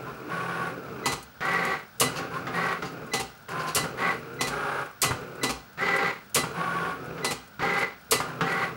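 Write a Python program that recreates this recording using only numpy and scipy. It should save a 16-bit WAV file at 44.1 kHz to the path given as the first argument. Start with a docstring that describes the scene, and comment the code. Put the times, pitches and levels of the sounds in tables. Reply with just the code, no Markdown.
"""Cutting machine drawing on a table

A small room, one microphone close to a craft cutting machine that draws with a pen. Two geared motors
feed the mat and drive the carriage: they crawl while drawing and whir in short fast strokes.
A solenoid, singing at its drive frequency, drops and lifts the pen with sharp clacks.
The table top booms underneath; behind it all lie faint room tone and a thin electronic whistle."""
import sys
import numpy as np
from scipy import signal
from scipy.fft import rfft, irfft, next_fast_len
from scipy.io import wavfile
from scipy.ndimage import map_coordinates

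SR = 44100
rng = np.random.default_rng(int(sys.argv[2]) if len(sys.argv) > 2 else 0)


def transcribe(signal):
    """Save signal, clipped to [-1, 1], as a 16-bit WAV file at the path in sys.argv[1]."""
    frames = np.atleast_2d(signal).T
    limited = np.clip(frames, -1, 1)
    pcm = np.round(limited * 32767).astype(np.int16)
    wavfile.write(sys.argv[1], SR, pcm)


N = 386316

# fast strokes of the feed rollers: start t/s, time until braking t/s, level/dB, tooth rate f/Hz
FEED_STROKES = [(.03, 0.078, -42.5, 345.4), (.28, 0.4, -32.5, 375.2), (1.405, 0.33, -34, 381.5),
                (2.125, 0.12, -39.5, 372), (2.3, 0.07, -34.5, 352), (2.51, 0.22, -32, 373.7),
                (3.495, 0.2, -33, 346.5), (3.965, 0.16, -33.5, 372.4), (4.48, .34, -31, 414.3),
                (6.53, 0.38, -31.5, 373.7), (8.24, 0.079, -38.5, 344), (8.47, 0.19, -33.5, 373.8)]
# roller gear tones, at usual and at top speed: multiple of the shaft rate, level/dB
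FEED_TONES = [(5, -3), (11, -14), (22, -10), (27, -10.5), (31, -9), (33, 1.5), (35, -19), (42, -8.5),
              (44, -5), (55, -15)]
FEED_TOP_TONES = [(4, -9.5), (11, -7), (15, -5), (22, -6), (25, -9), (33, -8), (34, -4), (35, -15),
                  (37, -6), (43, -5)]
# spectra of the rattling teeth and the sliding mat: f/Hz, level/dB
FEED_TEETH = [(40, -26), (130, -17), (230, -19), (400, -4), (650, -5.5), (780, -1), (980, -11), (1120, 5),
              (1300, -5.5), (1490, 2), (1950, -11.5), (2250, -8), (3200, -17), (4500, -21)]
MAT_HISS = [(3000, -2), (5000, -3.5), (7500, -11), (9700, -3), (13000, -18), (16000, -20)]
def feed(top_speed_hz=400, cutoff_hz=4800):
    """The geared rollers whir and the mat hisses over its guides."""
    out = np.zeros(N)
    for s, length, db, mesh_hz in FEED_STROKES:
        orders = FEED_TOP_TONES if mesh_hz > top_speed_hz else FEED_TONES
        whir, level = motor_stroke(length, db, mesh_hz, orders, FEED_TEETH, tone_db=-3.5,
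                                   rattle_db=-1.5, hunt=0.0035, bite=0.31, flutter_db=2.5, jitter=0.01)
        whir = filtered(whir, lambda hz: 1 / (1 + (hz / cutoff_hz) ** 4))
        hiss = coloured(rng.standard_normal(len(level)), MAT_HISS)
        add(out, s, whir + amp(-19.5) * level * hiss)
    return out


# fast strokes of the carriage: start t/s, time until braking t/s, level/dB, tooth rate f/Hz
CARRIAGE_STROKES = [(1.405, 0.33, -31, 388.5), (2.52, .2, -32.5, 384.4), (3.965, 0.14, -31, 393.5),
                    (5.775, 0.31, -28.5, 396.6), (7.595, .24, -29.5, 400.6), (8.43, 0.21, -32.5, 392)]
# carriage gear tones: multiple of the shaft rate, level/dB
CARRIAGE_TONES = [(5, -9.5), (11, -7), (15, -8.5), (22, -2.5), (26, -16), (34, -18), (35, -9.5), (38, -5),
                  (44, -3), (53, -20), (54, -13), (55, 1.5), (56, -3.5), (57, -7), (58, -15), (60, -15)]
# spectra of the rattling teeth and of dry rubbing: f/Hz, level/dB
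CARRIAGE_TEETH = [(40, -24), (140, -3), (310, -5), (450, 0.5), (670, -8), (800, -5), (1150, 1),
                  (1750, -5.5), (2020, 3), (2650, -10), (3400, -16), (4300, -15), (5800, -28), (7100, -27),
                  (9000, -38), (16000, -38)]
FRICTION = [(1500, -26), (2700, 7), (3500, -8), (4500, 3.5), (5500, -5), (6500, -4.5), (8000, -14),
            (11500, -16), (16000, -32)]
def carriage():
    """The carriage gear buzzes, brighter than the rollers, and the slide rasps along its rails."""
    out = np.zeros(N)
    for s, length, db, mesh_hz in CARRIAGE_STROKES:
        buzz, level = motor_stroke(length, db, mesh_hz, CARRIAGE_TONES, CARRIAGE_TEETH, tone_db=-4,
                                   rattle_db=0.5, hunt=0.0026, bite=0.22, flutter_db=3, jitter=0.009)
        size = len(level)
        roughness = amp(2.6 * wobble(302, size) + 2.5 * wobble(36, size))
        rasp = coloured(roughness * rng.standard_normal(size), FRICTION)
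        slide = amp(-20.5) * rasp + amp(-26.5) * ticking(size, rate=24)
        add(out, s, buzz + level * slide)
    return out


TEETH = 11
RUN_UP_S, RUN_UP_DB, BRAKE_DB_PER_S, RUN_OUT_S = .05, 9.5, 175, .2
ENGAGE_S = 0.018  # a motor takes hold, and lets go, over this time
def motor_stroke(length, db, mesh_hz, orders, spectrum, tone_db, rattle_db,
                 hunt, bite, flutter_db, jitter):
    """A geared motor runs up, holds and brakes. Returns its tones plus rattle, and their envelope."""
    t = np.arange(int((length + RUN_OUT_S) * SR)) / SR
    size = len(t)
    swell_db = -RUN_UP_DB * np.maximum(1 - t / RUN_UP_S, 0) - BRAKE_DB_PER_S * np.maximum(t - length, 0)
    level = amp(db + swell_db) * np.clip(np.minimum(t, t[-1] - t) / ENGAGE_S, 0, 1)
    # the motor spins up quickly, then the servo hunts slightly about its set speed
    speed = (1 - 0.3013 * np.exp(-t / 0.01405)) * (1 + hunt * wobble(35.7, size))
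    turns = np.cumsum(speed) * mesh_hz / TEETH / SR
    tones = np.zeros(size)
    for k, line_db in orders:  # play between the teeth roughens the tones, the high ones most
        gain = amp(line_db + flutter_db * wobble(44.5, size))
        phase = 2 * np.pi * (k * turns + rng.random())
        tones += gain * np.sin(phase + k * jitter * wobble(110.3, size))
    # teeth rattle as they mesh, harder once in each turn of the shaft
    meshing = bite * np.cos(2 * np.pi * TEETH * turns) + 0.055 * np.cos(2 * np.pi * turns)
    contact = np.exp(meshing + 0.21 * wobble(146.6, size))
    rattle = coloured(contact * rng.standard_normal(size), spectrum)
    # the tones sink into the rattle at both ends of the stroke
    return level * (amp(tone_db + 0.38 * swell_db) * tones + amp(rattle_db) * rattle), level


# pen drops: t/s, blow level/dB, settling level/dB
PEN_DROPS = [(1.999, -21, -39), (3.748, -22.5, -27.5), (5.017, -21, -26), (6.345, -21, -28.5),
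             (8.110, -21, -22.5)]
# pen lifts: t/s, blow level/dB, rebound level/dB, thud level/dB
PEN_LIFTS = [(1.057, -22, -30, -46), (3.135, -23.5, -30.5, -43), (4.409, -23, -31.5, -40),
             (5.432, -23, -29, -38), (7.245, -23, -28.5, -45)]
# spectra of a sharp tick, the pen landing, the arm's hollow settling, its stop: f/Hz, level/dB
SHARP_TICK = [(200, -38), (1500, -14), (3000, -5.5), (5500, -1), (8000, 1.5), (11000, 0.5), (16000, -14)]
PEN_LANDING = [(24, -41), (40, -32), (109, 1.5), (276, -23), (433, 3), (896, -8), (1120, 2.5),
               (1630, -13.5), (2000, -6.5), (2910, -3.5), (3740, -14.5), (4340, -5), (5720, -14),
               (9940, -11), (16000, -33)]
ARM_SETTLING = [(50, -37), (125, 16.5), (250, -7), (500, -11), (900, 0.5), (1300, 2.5), (1700, -1.5),
                (2300, -9.5), (4000, -22), (9000, -26), (16000, -36)]
ARM_STOP = [(24, -45), (40, -40), (243, -1.5), (455, -0.5), (646, -4.5), (1120, 3), (1630, -10.5),
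            (2000, -7), (2210, -6.5), (2500, -2.5), (3740, -9.5), (4130, -4.5), (5180, -9), (9450, -11.5),
            (16000, -27)]
def pen_solenoid(land_s=.0105, settle_s=.091, rebound_s=.061):
    """Down: the armature ticks, the pen lands, the arm settles. Up: it hits its stop and rebounds."""
    clacks, song = np.zeros(N), np.zeros(N)
    for s, blow_db, settle_db in PEN_DROPS:
        add(clacks, s, blow(blow_db + 0.6, SHARP_TICK, hold=0.0053, t60=0.11, ring_db=-19))
        add(clacks, s + land_s, blow(blow_db, PEN_LANDING, hold=0.015, t60=0.12, ring_db=-9))
        add(clacks, s + settle_s, blow(settle_db, ARM_SETTLING, hold=0.0071, t60=0.091, ring_db=-14))
        add(song, s + .002, coil(length=0.086, db=-31.5))
    for s, blow_db, rebound_db, thud_db in PEN_LIFTS:
        add(clacks, s, blow(blow_db, ARM_STOP, hold=0.0068, t60=0.13, ring_db=-6))
        add(clacks, s + rebound_s, blow(rebound_db, ARM_STOP, hold=0.018, t60=0.058, ring_db=-9))
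        add(clacks, s + rebound_s, thud(thud_db))
        add(song, s - .019, coil(length=0.081, db=-30))
    return room(clacks, wet_db=-8) + room(song, wet_db=-13)


# modes of the pen arm and the case: f/Hz, level/dB, 60 dB decay t/s
CASE_MODES = [(129.4, -7.5, 0.61), (252.8, -2, 0.32), (385, -4.5, 0.19), (448.7, 1.5, 0.18),
              (536, -14, .16), (780, 0, 0.28), (996, -11, 0.12), (1084, 3, 0.17), (1230, -2, 0.27),
              (1297, -4, 0.099), (1370, -25, .14)]
def blow(db, spectrum, hold, t60, ring_db):
    """Loose plastic parts chatter and die away; the case rings a little differently each time."""
    t = np.arange(SR // 2) / SR
    chatter = coloured(rng.standard_normal(len(t)), spectrum)
    chatter *= amp(-60 * np.maximum(t - hold, 0) / t60 + 0.85 * wobble(517, len(t)))
    ring = np.zeros(len(t))
    for hz, mode_db, mode_t60 in CASE_MODES:
        decay = amp(ring_db + mode_db + rng.normal(0, 1.5) - 60 * t / mode_t60)
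        ring += decay * np.sin(2 * np.pi * (hz * t + rng.random()) + .9 * wobble(60, len(t)))
    return amp(db) * (chatter * (1 - np.exp(-t / 0.00052)) + ring * (1 - np.exp(-t / 0.013)))


def coil(length, db, drive_hz=2002):
    """The pulsed drive makes the solenoid sing, unsteadily, louder as the current builds."""
    t = np.arange(int(length * SR)) / SR
    phase = 2 * np.pi * drive_hz * t + .2 * wobble(200, len(t))
    current = 1 - .65 * np.exp(-t / .025)
    tone = np.sin(phase) + current * (amp(-6.5) * np.sin(2 * phase) + amp(-17) * np.sin(3 * phase))
    gate = np.clip(np.minimum(t, length - t) / 0.002, 0, 1)
    return amp(db + 1.2 * wobble(98, len(t))) * current * tone * gate


def thud(db, hz=59, t60=0.35):
    """The machine rocks on its feet."""
    t = np.arange(SR // 2) / SR
    return amp(db - 60 * t / t60) * (1 - np.exp(-t / 0.014)) * np.sin(2 * np.pi * hz * t)


# gear tones at drawing speed: multiple of the shaft rate, level/dB
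CRAWL_TONES = [(5, -2), (8, 0.5), (11, -0.5), (15, 0), (22, -6), (38, -3), (44, -4)]
def crawl(shaft_hz=31, case_hz=130):
    """At drawing speed the gears grind and whine faintly, their speed wandering."""
    turns = np.cumsum(shaft_hz * np.exp(.09 * wobble(5, N))) / SR
    whine = np.zeros(N)
    for k, db in CRAWL_TONES:
        whine += amp(db + 4 * wobble(14, N)) * np.sin(2 * np.pi * k * turns + .5 * wobble(70, N))
    case_hum = filtered(rng.standard_normal(N), lambda hz: 1 / (1 + ((hz - case_hz) / 5) ** 2))
    return (amp(-1) * grind() + amp(-5.5) * unit(whine) + amp(-11.5) * unit(case_hum)) * gear_load()


# spectrum of the slowly turning gears: f/Hz, level/dB
GEAR_RUMBLE = [(35, -25), (90, 1), (150, 3.5), (220, -1), (420, 2.5), (600, -3), (980, -9.5), (1400, -2),
               (1900, -17.5), (2500, -12), (3200, -24), (5000, -26.5), (9000, -37.5), (16000, -37)]
def grind():
    """The load on the gears catches and slips many times a second."""
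    return coloured(amp(1.7 * wobble(160, N)) * rng.standard_normal(N), GEAR_RUMBLE)


CRAWL_DB, WANDER_DB = -40.5, 1.3
LANDING_DB, LANDING_S = 8.5, 0.11  # the crawl is louder as the pen lands, then eases
OVERRUN_S, STOP_DB_PER_S = 0.085, 210  # it lasts a moment after the pen lifts, then dies away
def gear_load():
    """Envelope of the crawl: it runs while the pen is down, and whenever the rollers feed."""
    t = np.arange(N) / SR
    drops, lifts = [row[0] for row in PEN_DROPS], [row[0] for row in PEN_LIFTS]
    # the pen is already down at the start
    drawing = [(down, up + OVERRUN_S) for down, up in zip([-1] + drops, lifts + [N / SR])]
    feeding = [(s, s + length) for s, length, *_ in FEED_STROKES]
    runs = [np.clip((t - on) / 0.019, 0, 1) * amp(-STOP_DB_PER_S * np.maximum(t - off, 0))
            for on, off in drawing + feeding]
    landing = sum((t > s) * np.exp(-np.abs(t - s) / LANDING_S) for s in drops)
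    return np.max(runs, axis=0) * amp(CRAWL_DB + LANDING_DB * landing + WANDER_DB * wobble(6, N))


# knocks as the motors start or turn, and ticks of loose plastic: t/s, level/dB
GEAR_KNOCKS = [(1.406, -30.5), (2.16, -36), (2.187, -32), (2.336, -40), (2.468, -30), (2.822, -28),
               (3.484, -35), (5.775, -38.5), (7.178, -36), (7.593, -31), (7.625, -28.5), (8.408, -21.5)]
PLASTIC_TICKS = [(1.651, -35), (3.49, -41.5), (3.685, -39), (4.078, -46), (6.069, -46), (7.78, -42),
                 (7.815, -45)]
# spectrum of a knock: f/Hz, level/dB
KNOCK_SPECTRUM = [(50, -34), (130, 15.5), (500, -2.5), (1300, 8), (2100, -0.5), (3200, -7), (6000, -16.5),
                  (10000, -32), (16000, -30)]
def backlash():
    """Slack in the gears is taken up with a knock, and loose parts tick."""
    out = np.zeros(N)
    for s, db in GEAR_KNOCKS:
        add(out, s, blow(db, KNOCK_SPECTRUM, hold=0.0036, t60=0.13, ring_db=-8))
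    for s, db in PLASTIC_TICKS:
        add(out, s, blow(db, SHARP_TICK, hold=0.00061, t60=0.029, ring_db=-41))
    return room(out, wet_db=-5)


# short dry scrapes: start t/s, length t/s, level/dB
SHORT_SCRAPES = [(2.151, 0.053, -37.5), (2.314, 0.12, -54), (2.818, 0.084, -46), (3.491, 0.043, -46),
                 (3.588, 0.043, -42), (3.665, 0.051, -38.5)]
def scrapes():
    """Short dry scrapes and squeaks as the machine moves."""
    out = np.zeros(N)
    for s, length, db in SHORT_SCRAPES:
        size = int(length * SR)
        rough = amp(2.2 * wobble(310, size)) * rng.standard_normal(size)
        add(out, s, amp(db) * np.sin(np.linspace(0, np.pi, size)) * coloured(rough, FRICTION))
    return room(out, wet_db=-6.5)


# peaks and dips of the table under the machine: centre f/Hz, width f/Hz, level/dB
TABLE_BANDS = [(63, 6.9, 5.5), (81.4, 5.2, -5.5), (96, 6, 1), (110, 10.3, -8), (122.3, 3.7, 4.5),
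               (199, 5.6, -7), (241, 6.3, 1), (327, 15, -2.5), (454.5, 14, 3.5), (676, 16, -2.5),
               (1430, 7.5, 7)]
def table_top(x):
    """The table top lifts some low notes and swallows others."""
    return filtered(x, lambda hz: amp(sum(db / (1 + ((hz - centre) / width) ** 2)
                                          for centre, width, db in TABLE_BANDS)))


# reverberation of the small room: f/Hz, 60 dB decay t/s
ROOM_DECAY = [(100, 0.28), (500, 0.36), (2000, 0.4), (6000, 0.36), (15000, 0.15)]
def room(x, wet_db):
    """The direct sound at the microphone and, 5 ms later, the room's tail, whose top dies first."""
    hz, t, noise = signal.stft(rng.standard_normal(SR // 2), SR, nperseg=256)
    tail = signal.istft(noise * amp(-60 * t / along(ROOM_DECAY, hz)[:, None]), SR, nperseg=256)[1]
    tail = np.pad(tail / np.linalg.norm(tail), (SR // 200, 0))
    return x + amp(wet_db) * signal.fftconvolve(x, tail)[:N]


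# spectrum of the quiet room: f/Hz, level/dB
ROOM_TONE = [(25, -32), (60, 0), (140, -1.5), (200, 2.5), (300, -9), (750, -6), (1060, -10.5), (1480, 0.5),
             (1860, -13.5), (3700, -18), (5500, -18), (6600, -25.5), (11000, -29.5), (15500, -32)]
def background(whistle_hz=15628):
    """Room tone, faint ticking and a thin, steady electronic whistle."""
    whistle = np.sin(2 * np.pi * whistle_hz * np.arange(N) / SR)
    hush = amp(-52) * coloured(rng.standard_normal(N), ROOM_TONE) + amp(-67) * ticking(N, rate=31)
    return hush + amp(-57 + .8 * wobble(30, N)) * whistle


def ticking(size, rate):
    """Random tiny ticks of uneven size, about rate a second, at rms 1."""
    taps = (rng.random(size) < rate / SR) * amp(5.5 * rng.standard_normal(size))
    decay = signal.lfilter([1], [1, -np.exp(-1 / (0.0093 * SR))], taps)
    return coloured(decay * rng.standard_normal(size), SHARP_TICK)


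def amp(db):
    """Decibels to gain."""
    return 10 ** (np.asarray(db) / 20)


def unit(x):
    """Scale to rms 1."""
    return x / np.sqrt(np.mean(x ** 2) + 1e-20)


def along(points, hz):
    """Interpolate (f/Hz, value) points on a log axis."""
    freqs, values = np.transpose(points)
    return np.interp(np.log(hz + 1), np.log(freqs + 1), values)


def wobble(rate, size):
    """A smooth random curve, rate knots a second."""
    knots = rng.standard_normal(int(size * rate / SR) + 4)
    return map_coordinates(knots, [np.arange(size) * rate / SR])


def filtered(x, gain):
    """x times a gain that depends on frequency."""
    size = next_fast_len(len(x) + 8192)
    return irfft(rfft(x, size) * gain(np.fft.rfftfreq(size, 1 / SR)), size)[:len(x)]


def coloured(x, spectrum):
    """x shaped by the spectrum, subsonics rolled off, at rms 1."""
    return unit(filtered(x, lambda hz: amp(along(spectrum, hz)) * hz ** 2 / (hz ** 2 + 30 ** 2)))


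def add(track, s, sound):
    """Mix a sound into the track at time s."""
    start = max(round(s * SR), 0)
    part = track[start:start + len(sound)]
    part += sound[:len(part)]


def scene():
    """The machine on its table, close up and in mono, with the room behind it."""
    machine = feed() + carriage() + crawl() + pen_solenoid() + scrapes() + backlash()
    return (table_top(machine) + background())[None]


TOP_HZ = 16300
def record(dry):
    """The camera keeps nothing above its band limit."""
    return np.array([filtered(channel, lambda hz: hz < TOP_HZ) for channel in dry])


dry = scene()
out = record(dry)
transcribe(out)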